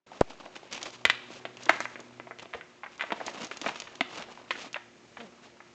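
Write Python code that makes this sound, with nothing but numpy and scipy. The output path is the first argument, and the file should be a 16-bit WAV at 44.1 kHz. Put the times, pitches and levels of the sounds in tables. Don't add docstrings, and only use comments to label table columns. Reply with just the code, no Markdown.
import sys
import numpy as np
from scipy import signal
from scipy.io import wavfile

SR = 44100
rng = np.random.default_rng(int(sys.argv[2]) if len(sys.argv) > 2 else 0)


def generate_wav(sig):
    pcm = np.round(np.clip(np.atleast_2d(sig).T, -1, 1) * 32767).astype(np.int16)
    wavfile.write(sys.argv[1], SR, pcm)


N = 253134
TIME = np.arange(N) / SR
NEAR_DB = -8.5


def gain_of(db):
    return 10 ** (np.asarray(db) / 20)


def unit_rms(x):
    return x / np.sqrt(np.mean(x ** 2) + 1e-20)


def unit_energy(x):
    return x / np.sqrt(np.sum(x ** 2) + 1e-20)


def curve_at(points, hz):
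    point_hz, value = np.transpose(points)
    return np.interp(np.log(hz + 1), np.log(point_hz + 1), value)


def add(mix, start_s, sound):
    part = mix[max(round(start_s * SR), 0):][:len(sound)]
    part += sound[:len(part)]


def colour(x, points, size=2048):
    log_gain = np.log(gain_of(curve_at(points, abs(np.fft.fftfreq(size, 1 / SR)))))
    taps = np.fft.ifft(np.exp(np.conj(signal.hilbert(log_gain)))).real
    return signal.fftconvolve(x, taps[:size // 2])[:len(x)]


def burst(x, db):
    return gain_of(db) * unit_energy(x) * np.sqrt(SR / 100)


def drift(per_s):
    knots = rng.standard_normal(4096)
    return unit_rms(np.interp(TIME * per_s, np.arange(len(knots)), knots))


def grains(per_s, spread_db):
    size = gain_of(spread_db * np.minimum(rng.exponential(1, N), 4))
    return unit_rms(size * rng.choice([-1, 1], N) * (rng.random(N) < per_s / SR))


def air_hiss(level_db=-60):
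    # frequency_hz, gain_db
    spectrum = [(25, -25), (60, -10.5), (120, -4), (280, 0), (500, -4), (1000, -13), (2200, -7.5),
                (3500, -15), (7000, -16), (8500, -27.5)]
    return unit_rms(colour(rng.standard_normal(N), spectrum)) * gain_of(level_db + 1.1 * drift(per_s=5))


def far_hum():
    # time_s, pitch_hz, level_db, bass_tilt_db
    course = [(0, 124, -67, -10), (.8, 122, -64, 4.5), (1.45, 122.7, -58.5, 5.5), (2.25, 120.4, -60.5, 7),
              (2.75, 120, -63.5, -8.5), (3.5, 121, -70, 5.5), (4.001, 119.1, -59, -3.5),
              (4.4, 120, -62, -0.5), (5.1, 117.9, -66.5, 3.5), (5.74, 117.4, -62, -4)]
    # harmonic_number, gain_db
    partials = [(1, -7.5), (2, -2), (3, 1.5)]
    time_s, *columns = np.transpose(course)
    pitch_hz, level_db, bass_tilt_db = (np.interp(TIME, time_s, column) for column in columns)
    cycles = np.cumsum(pitch_hz * (1 + 0.00692 * drift(per_s=30))) / SR
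    hum = np.zeros(N)
    for k, partial_db in partials:
        swell_db = bass_tilt_db * (len(partials) - k) / 2
        waver_db = 2 * drift(per_s=14)
        hum += gain_of(partial_db + swell_db + waver_db) * np.sin(2 * np.pi * round(k) * cycles)
    return gain_of(level_db) * hum


def skid(start_s, length_s, settle_t60_s, rise_share=0.59):
    t = TIME - start_s
    swell = np.clip(t / (rise_share * length_s), 0, 1)
    return swell * gain_of(-60 * np.maximum(t - length_s, 0) / settle_t60_s)


def stirring():
    # time_s, level_db
    trickle = [(0, -57.5), (.9, -55.5), (2.05, -56.5), (2.3, -62), (2.85, -60), (3.3, -54.5), (4.4, -54.5),
               (4.9, -65), (5.4, -61), (5.74, -63)]
    # start_s, length_s, soil_db, leaves_db
    skids = [(0.116, 0.054, -54, -59.5), (0.29, 0.019, -45.5, -50), (0.395, 0.011, -44, -55),
             (0.44, 0.025, -51, -62), (0.548, 0.017, -50.5, -54), (0.626, 0.011, -48, -67),
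             (0.703, 0.041, -45.5, -43), (0.731, 0.037, -47, -47.5), (0.806, 0.011, -44, -46),
             (0.853, 0.0075, -41, -41.5), (0.924, 0.015, -51, -47.5), (1.274, 0.11, -54, -52.5),
             (1.59, .04, -51.5, -52.5), (1.685, 0.084, -42.5, -50.5), (1.763, 0.086, -56, -50.5),
             (1.883, 0.048, -57, -56.5), (2.413, .022, -50, -57), (2.532, 0.038, -63, -58.5),
             (2.91, 0.019, -73, -58), (3.0, 0.17, -54.5, -60), (3.124, 0.16, -47, -57),
             (3.244, 0.061, -44, -48.5), (3.329, 0.031, -42, -48.5), (3.359, 0.088, -42.5, -45.5),
             (3.51, 0.023, -53, -48.5), (3.6, 0.098, -41.5, -44.5), (3.713, 0.072, -58, -50.5),
             (3.927, .05, -63, -65), (4.07, 0.15, -43, -48), (4.27, 0.053, -52, -56),
             (4.482, 0.14, -49.5, -48.5), (4.61, 0.054, -49, -52), (5.147, 0.12, -55, -63.5),
             (5.418, 0.053, -56, -59)]
    soil_power = gain_of(np.interp(TIME, *np.transpose(trickle))) ** 2
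    leaves_power = soil_power * gain_of(-10) ** 2
    for start_s, length_s, soil_db, leaves_db in skids:
        soil_power += (gain_of(soil_db) * skid(start_s, length_s, settle_t60_s=0.16)) ** 2
        leaves_power += (gain_of(leaves_db) * skid(start_s, length_s, settle_t60_s=0.13)) ** 2
    return np.sqrt(soil_power), np.sqrt(leaves_power)


def debris(pebbles_db=-4, leaves_trim_db=1.0):
    # frequency_hz, gain_db
    soil_spectrum = [(30, -46.5), (100, -11.5), (250, 5.5), (650, -1), (1200, -2), (2200, -9.5), (4000, -6),
                     (8000, -31)]
    # frequency_hz, gain_db
    leaf_spectrum = [(200, -11.5), (1000, -7.5), (2600, 7), (3800, 1), (5000, -0.5), (7000, -3.5),
                     (9000, -22)]
    t, pebbles = np.arange(1024) / SR, np.zeros(N)
    for hz in np.geomspace(550, 2800, 16):
        pebble = np.sin(2 * np.pi * hz * t) * np.exp(-hz * t / 2.13)
        pebbles += signal.oaconvolve(grains(per_s=45, spread_db=2.5), unit_energy(pebble))[:N]
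    clods = grains(per_s=2200, spread_db=4.0)
    soil = unit_rms(colour(clods + gain_of(pebbles_db) * unit_rms(pebbles), soil_spectrum))
    leaves = unit_rms(colour(grains(per_s=2000, spread_db=2.5), leaf_spectrum))
    clumps = drift(per_s=120)
    soil_envelope, leaves_envelope = stirring()
    soil *= soil_envelope * gain_of(1.27 * clumps)
    leaves *= leaves_envelope * gain_of(leaves_trim_db + 2.55 * clumps)
    return soil + leaves


def knock(level_db, thud_db, body_db, edge_db, scatter_db, ring_db=-1, chips_db=2, ground_db=-11):
    # frequency_hz, level_db, t60_s
    modes = [(335, -5.5, 0.012), (665, -1, 0.047), (996, -1, 0.039), (1265, -2.5, 0.014),
             (1543, -2.5, 0.046), (1954, 5.5, 0.029), (2333, 4, .022), (3250, -12, 0.0082),
             (3440, -21.5, 0.0091), (6260, -37, 0.024)]
    # frequency_hz, gain_db
    crack_spectrum = [(40, -38.5), (150, -13), (400, -5.5), (800, 0), (1900, 2), (2700, -3), (3700, -3),
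                      (5000, -13.5), (7200, -12.5), (9000, -56)]
    t = np.arange(4096) / SR
    hz, mode_db, t60_s = np.transpose(modes)[:, :, None]
    detune, strength = rng.standard_normal((2, len(modes), 1))
    envelopes = gain_of(mode_db + 3.0 * strength - 60 * t / t60_s)
    ring = (envelopes * np.cos(2 * np.pi * hz * (1 + 0.012 * detune) * t)).sum(0)
    chips, ground = rng.standard_normal((2, len(t))) ** 3
    chips = unit_energy(chips * (t > .0012) * gain_of(-60 * t / 0.045))
    ground = unit_energy(ground * (t > .008) * gain_of(-60 * t / 0.13))
    crack = unit_energy(colour(signal.unit_impulse(len(t)), crack_spectrum))
    scatter = signal.fftconvolve(crack, gain_of(chips_db) * chips + gain_of(ground_db) * ground)[:len(t)]
    sound = crack + gain_of(ring_db) * unit_energy(ring) + gain_of(scatter_db) * scatter
    top_db = edge_db - 0.49 * max(NEAR_DB - level_db, 0)
    tone = [(40, thud_db - 19), (130, thud_db - 11), (380, thud_db), (850, body_db),
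            (1400, 0), (2200, 0), (3300, edge_db), (6000, top_db)]
    return burst(colour(sound, tone), level_db)


def rocks(far_echo_db_per_db=0.12):
    # start_s, level_db, thud_db, body_db, edge_db, scatter_db
    impacts = [(0.118, -42.5, 17, 27, 6, -2.5), (0.4616, -42, 13.5, 10.5, -3, -6),
               (1.0526, -17, 0.5, -6.5, 1.5, -2), (1.0994, -19.5, -7.5, -5, 3.5, -3.5),
               (1.3047, -45, 26, 11, 0, -11), (1.453, -33, 10.5, 3, 2, -0.5), (1.6636, -39.5, 17, 6, 0, 6),
               (1.688, -34, -3, 8, 2, 8), (1.6936, -14, -16.5, -0.5, -6, 4.5),
               (1.8046, -29, 4, -1.5, -24, -4), (1.855, -31.5, -7, -1.5, -14, -12),
               (1.9574, -40, 9, -14, -10.5, -2), (1.9947, -44, 19, 8, -4, 2),
               (2.1995, -39, 11.5, 3.5, -6.5, -8), (2.27, -43.5, 1, 13, -7, 8),
               (2.31, -38.5, 6.5, 2, -31, 1), (2.457, -46, 17, 8, 6, -8), (2.532, -48, -7, 0.5, -6, 1),
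               (2.537, -35, -11, -4, -4.5, -2), (2.5453, -34.5, 21.5, 13.5, 0, 15.5),
               (2.6109, -42, -7, -15, -5.5, -3), (2.8343, -37.5, -18, 6.5, -11, -0.5),
               (2.8418, -41.5, -11.5, 3, -4, -2), (2.8627, -41, -2, -2, -18, -1),
               (2.996, -37.5, -5, -4, -6, 4.5), (3.0097, -27.5, -13, -16, -6.5, -2),
               (3.021, -33.5, 1, -1.5, 1, 11), (3.038, -35, 6, 4, -9, -1),
               (3.1053, -34.5, 6.5, -7, -10, 2.5), (3.121, -26, 11.5, 12, 1, 2),
               (3.2016, -39.5, 0, 6, -9, 8), (3.2119, -34.5, 18, 18.5, -0.5, 3),
               (3.2813, -33.5, -11, 9.5, -9, -5), (3.5131, -34, 6, -10.5, -5.5, 2.5),
               (3.6423, -38.5, 2, 5, -1, 6), (3.663, -26, 9, 2, -9, 3), (3.6863, -30, -2, 7.5, 0, 4),
               (3.8716, -43.5, -12, -2, 0, 8), (4.009, -24.5, -2.5, -1, 5, -2), (4.2, -41, 13, 19, -6, -9),
               (4.375, -46.5, -20, 12, -10, -16), (4.507, -26, -4.5, -9.5, 0, 7),
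               (4.5542, -39.5, 10, -10, -10, 8), (4.744, -36, -8, -6, 2.5, -6.5),
               (4.7591, -33, -15, 2.5, -9, 11), (5.1706, -41, -11, 6.5, -6, 4),
               (5.203, -42, 11, -1, 2.5, 4), (5.604, -47, -8, 3, -21, 3)]
    direct, to_hillside = np.zeros((2, N))
    for start_s, level_db, *timbre in impacts:
        sound = knock(level_db, *timbre)
        add(direct, start_s, sound)
        add(to_hillside, start_s, gain_of(far_echo_db_per_db * (NEAR_DB - level_db)) * sound)
    return direct, to_hillside


def hillside(x, reflections_per_s=4000, rise_s=0.0019):
    # frequency_hz, t60_s
    decay_times = [(200, .5), (800, 0.68), (2200, 0.51), (4500, 0.67), (8000, 0.63)]
    # frequency_hz, gain_db
    spectrum = [(100, 13.5), (500, -4.5), (1200, -1), (2500, 2), (4500, -1), (8000, -2.5)]
    reflections = rng.standard_normal(SR) * (rng.random(SR) < reflections_per_s / SR)
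    hz, t, bands = signal.stft(reflections, SR, nperseg=256)
    bands *= gain_of(curve_at(spectrum, hz)[:, None] - 60 * t / curve_at(decay_times, hz)[:, None])
    tail = signal.istft(bands, SR, nperseg=256)[1][:SR] * (1 - np.exp(-TIME[:SR] / rise_s))
    return signal.fftconvolve(x, unit_energy(tail))[:N]


def pop(at_s=0.2134, lead_s=0.00344, push_hz=480, push_db=-4, settle_db=-41.5):
    phase = np.pi * push_hz * (TIME - at_s)
    out = gain_of(push_db) * (2 * phase ** 2 - 1) * np.exp(-phase ** 2)
    tick_spectrum = [(30, 0), (400, -25), (1200, -13.5), (3000, -23), (8000, -26.5)]
    tick = colour(signal.unit_impulse(2048), tick_spectrum)
    dull_tick = colour(tick, [(30, -1.5), (130, 11.5), (900, 7), (2500, -0.5), (7000, -37)])
    rattle = rng.standard_normal(2048) * np.exp(-TIME[:2048] / 0.0042)
    rattle = colour(rattle, [(300, -3.5), (900, 2), (1600, -10), (6000, -34)])
    relaxation = np.exp(-TIME / 0.083) * (1 - np.exp(-TIME / 0.0019))
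    add(out, at_s - lead_s, burst(tick, db=-31))
    add(out, at_s, burst(rattle, db=-31) - burst(dull_tick, db=-23.5))
    add(out, at_s, -gain_of(settle_db) * relaxation)
    return out


def twigs(splinter_t60_s=0.026, splinter_db=1):
    # start_s, level_db, brightness_db
    snaps = [(0.5642, -44.5, -17), (0.727, -37.5, 13), (0.778, -41, -16), (0.8293, -35.5, 6),
             (0.9048, -49, -6), (1.5707, -45.5, -12), (1.634, -46, 12), (1.6565, -43, 1),
             (1.8044, -39.5, 12), (2.003, -50, 3), (2.3873, -47, -13), (2.396, -43.5, -9.5),
             (2.9793, -55, 3), (3.265, -38.5, 9), (3.447, -40.5, 3.5), (3.4695, -49, 9), (3.513, -47, -6),
             (3.5715, -42.5, -0.5), (3.6152, -36.5, -3), (3.7587, -40.5, -15), (3.8012, -37, -1),
             (3.8202, -41.5, -10), (3.955, -48, -4), (4.2234, -41, -12), (4.73, -45.5, 4)]
    # frequency_hz, gain_db
    spectrum = [(100, -17), (600, -4.5), (1500, -7), (3200, 0.5), (4800, -2), (6800, -1), (9000, -27)]
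    t, out = np.arange(2048) / SR, np.zeros(N)
    for start_s, level_db, brightness_db in snaps:
        fibres = unit_energy(rng.standard_normal(len(t)) ** 3 * gain_of(-60 * t / splinter_t60_s))
        snap = colour(signal.unit_impulse(len(t)) + gain_of(splinter_db) * fibres, spectrum)
        add(out, start_s, burst(colour(snap, [(2500, 0.0024), (6000, brightness_db)]), level_db))
    return out


def thumps(rise_s=0.0025):
    # start_s, level_db, pitch_hz
    landings = [(1.0525, -45, 75), (1.0525, -22.5, 2000), (1.0994, -23, 2004), (1.694, -30, 330),
                (1.694, -22, 660), (1.694, -26, 1240), (2.546, -38.5, 500), (2.548, -54, 80),
                (3.122, -41.5, 219), (3.414, -43.5, 230), (3.436, -41, 262), (3.617, -42.5, 300),
                (3.664, -38, 222), (3.686, -54, 150), (4.0091, -31, 265), (4.0095, -29, 680),
                (4.0095, -28.5, 2200), (4.506, -40, 524), (4.507, -33.5, 1050), (4.661, -46.5, 280),
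                (4.744, -37.5, 2690), (4.76, -39, 590)]
    t, out = np.arange(8192) / SR, np.zeros(N)
    for start_s, level_db, pitch_hz in landings:
        t60_s = 0.032 * (500 / pitch_hz) ** 0.65
        swing = np.sin(2 * np.pi * pitch_hz * t) * gain_of(-60 * t / t60_s) * (1 - np.exp(-t / rise_s))
        add(out, start_s, burst(swing, level_db))
    return out


def whirr(step_db=-3.0, harmonics=3):
    # time_s, pitch_hz, level_db
    course = [(5.18, 247.7, -75), (5.205, 236, -47.5), (5.24, 229, -48), (5.262, 184, -58), (5.3, 174, -58)]
    time_s, pitch_hz, level_db = np.transpose(course)
    cycles = np.cumsum(np.interp(TIME, time_s, pitch_hz)) / SR
    tone = sum(gain_of(step_db * k) * np.sin(2 * np.pi * (k + 1) * cycles) for k in range(harmonics))
    return unit_rms(tone) * np.interp(TIME, time_s, gain_of(level_db), left=0, right=0)


def scene(knock_echo_db=-15, twig_echo_db=-10, thump_echo_db=-24):
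    knocks, to_hillside = rocks()
    snaps, landings = twigs(), thumps()
    echo = hillside(gain_of(knock_echo_db) * to_hillside + gain_of(twig_echo_db) * snaps
                    + gain_of(thump_echo_db) * landings)
    return (knocks + landings + snaps + echo + debris() + whirr() + pop() + air_hiss() + far_hum())[None]


def record(dry, band_hz=8300, ceiling=0.72, top_hz=16500):
    opened = dry * np.interp(TIME, [.063, .068], [.02, 1])
    band_filter = signal.firwin(101, band_hz, window=("kaiser", 7), fs=SR)
    narrow = signal.oaconvolve(opened, band_filter[None], "same")
    clipped = narrow / (1 + (narrow / ceiling) ** 20) ** (1 / 20)
    top_filter = signal.firwin(255, top_hz, window=("kaiser", 9), fs=SR)
    return signal.oaconvolve(clipped, top_filter[None], "same")


dry = scene()
out = record(dry)
generate_wav(out)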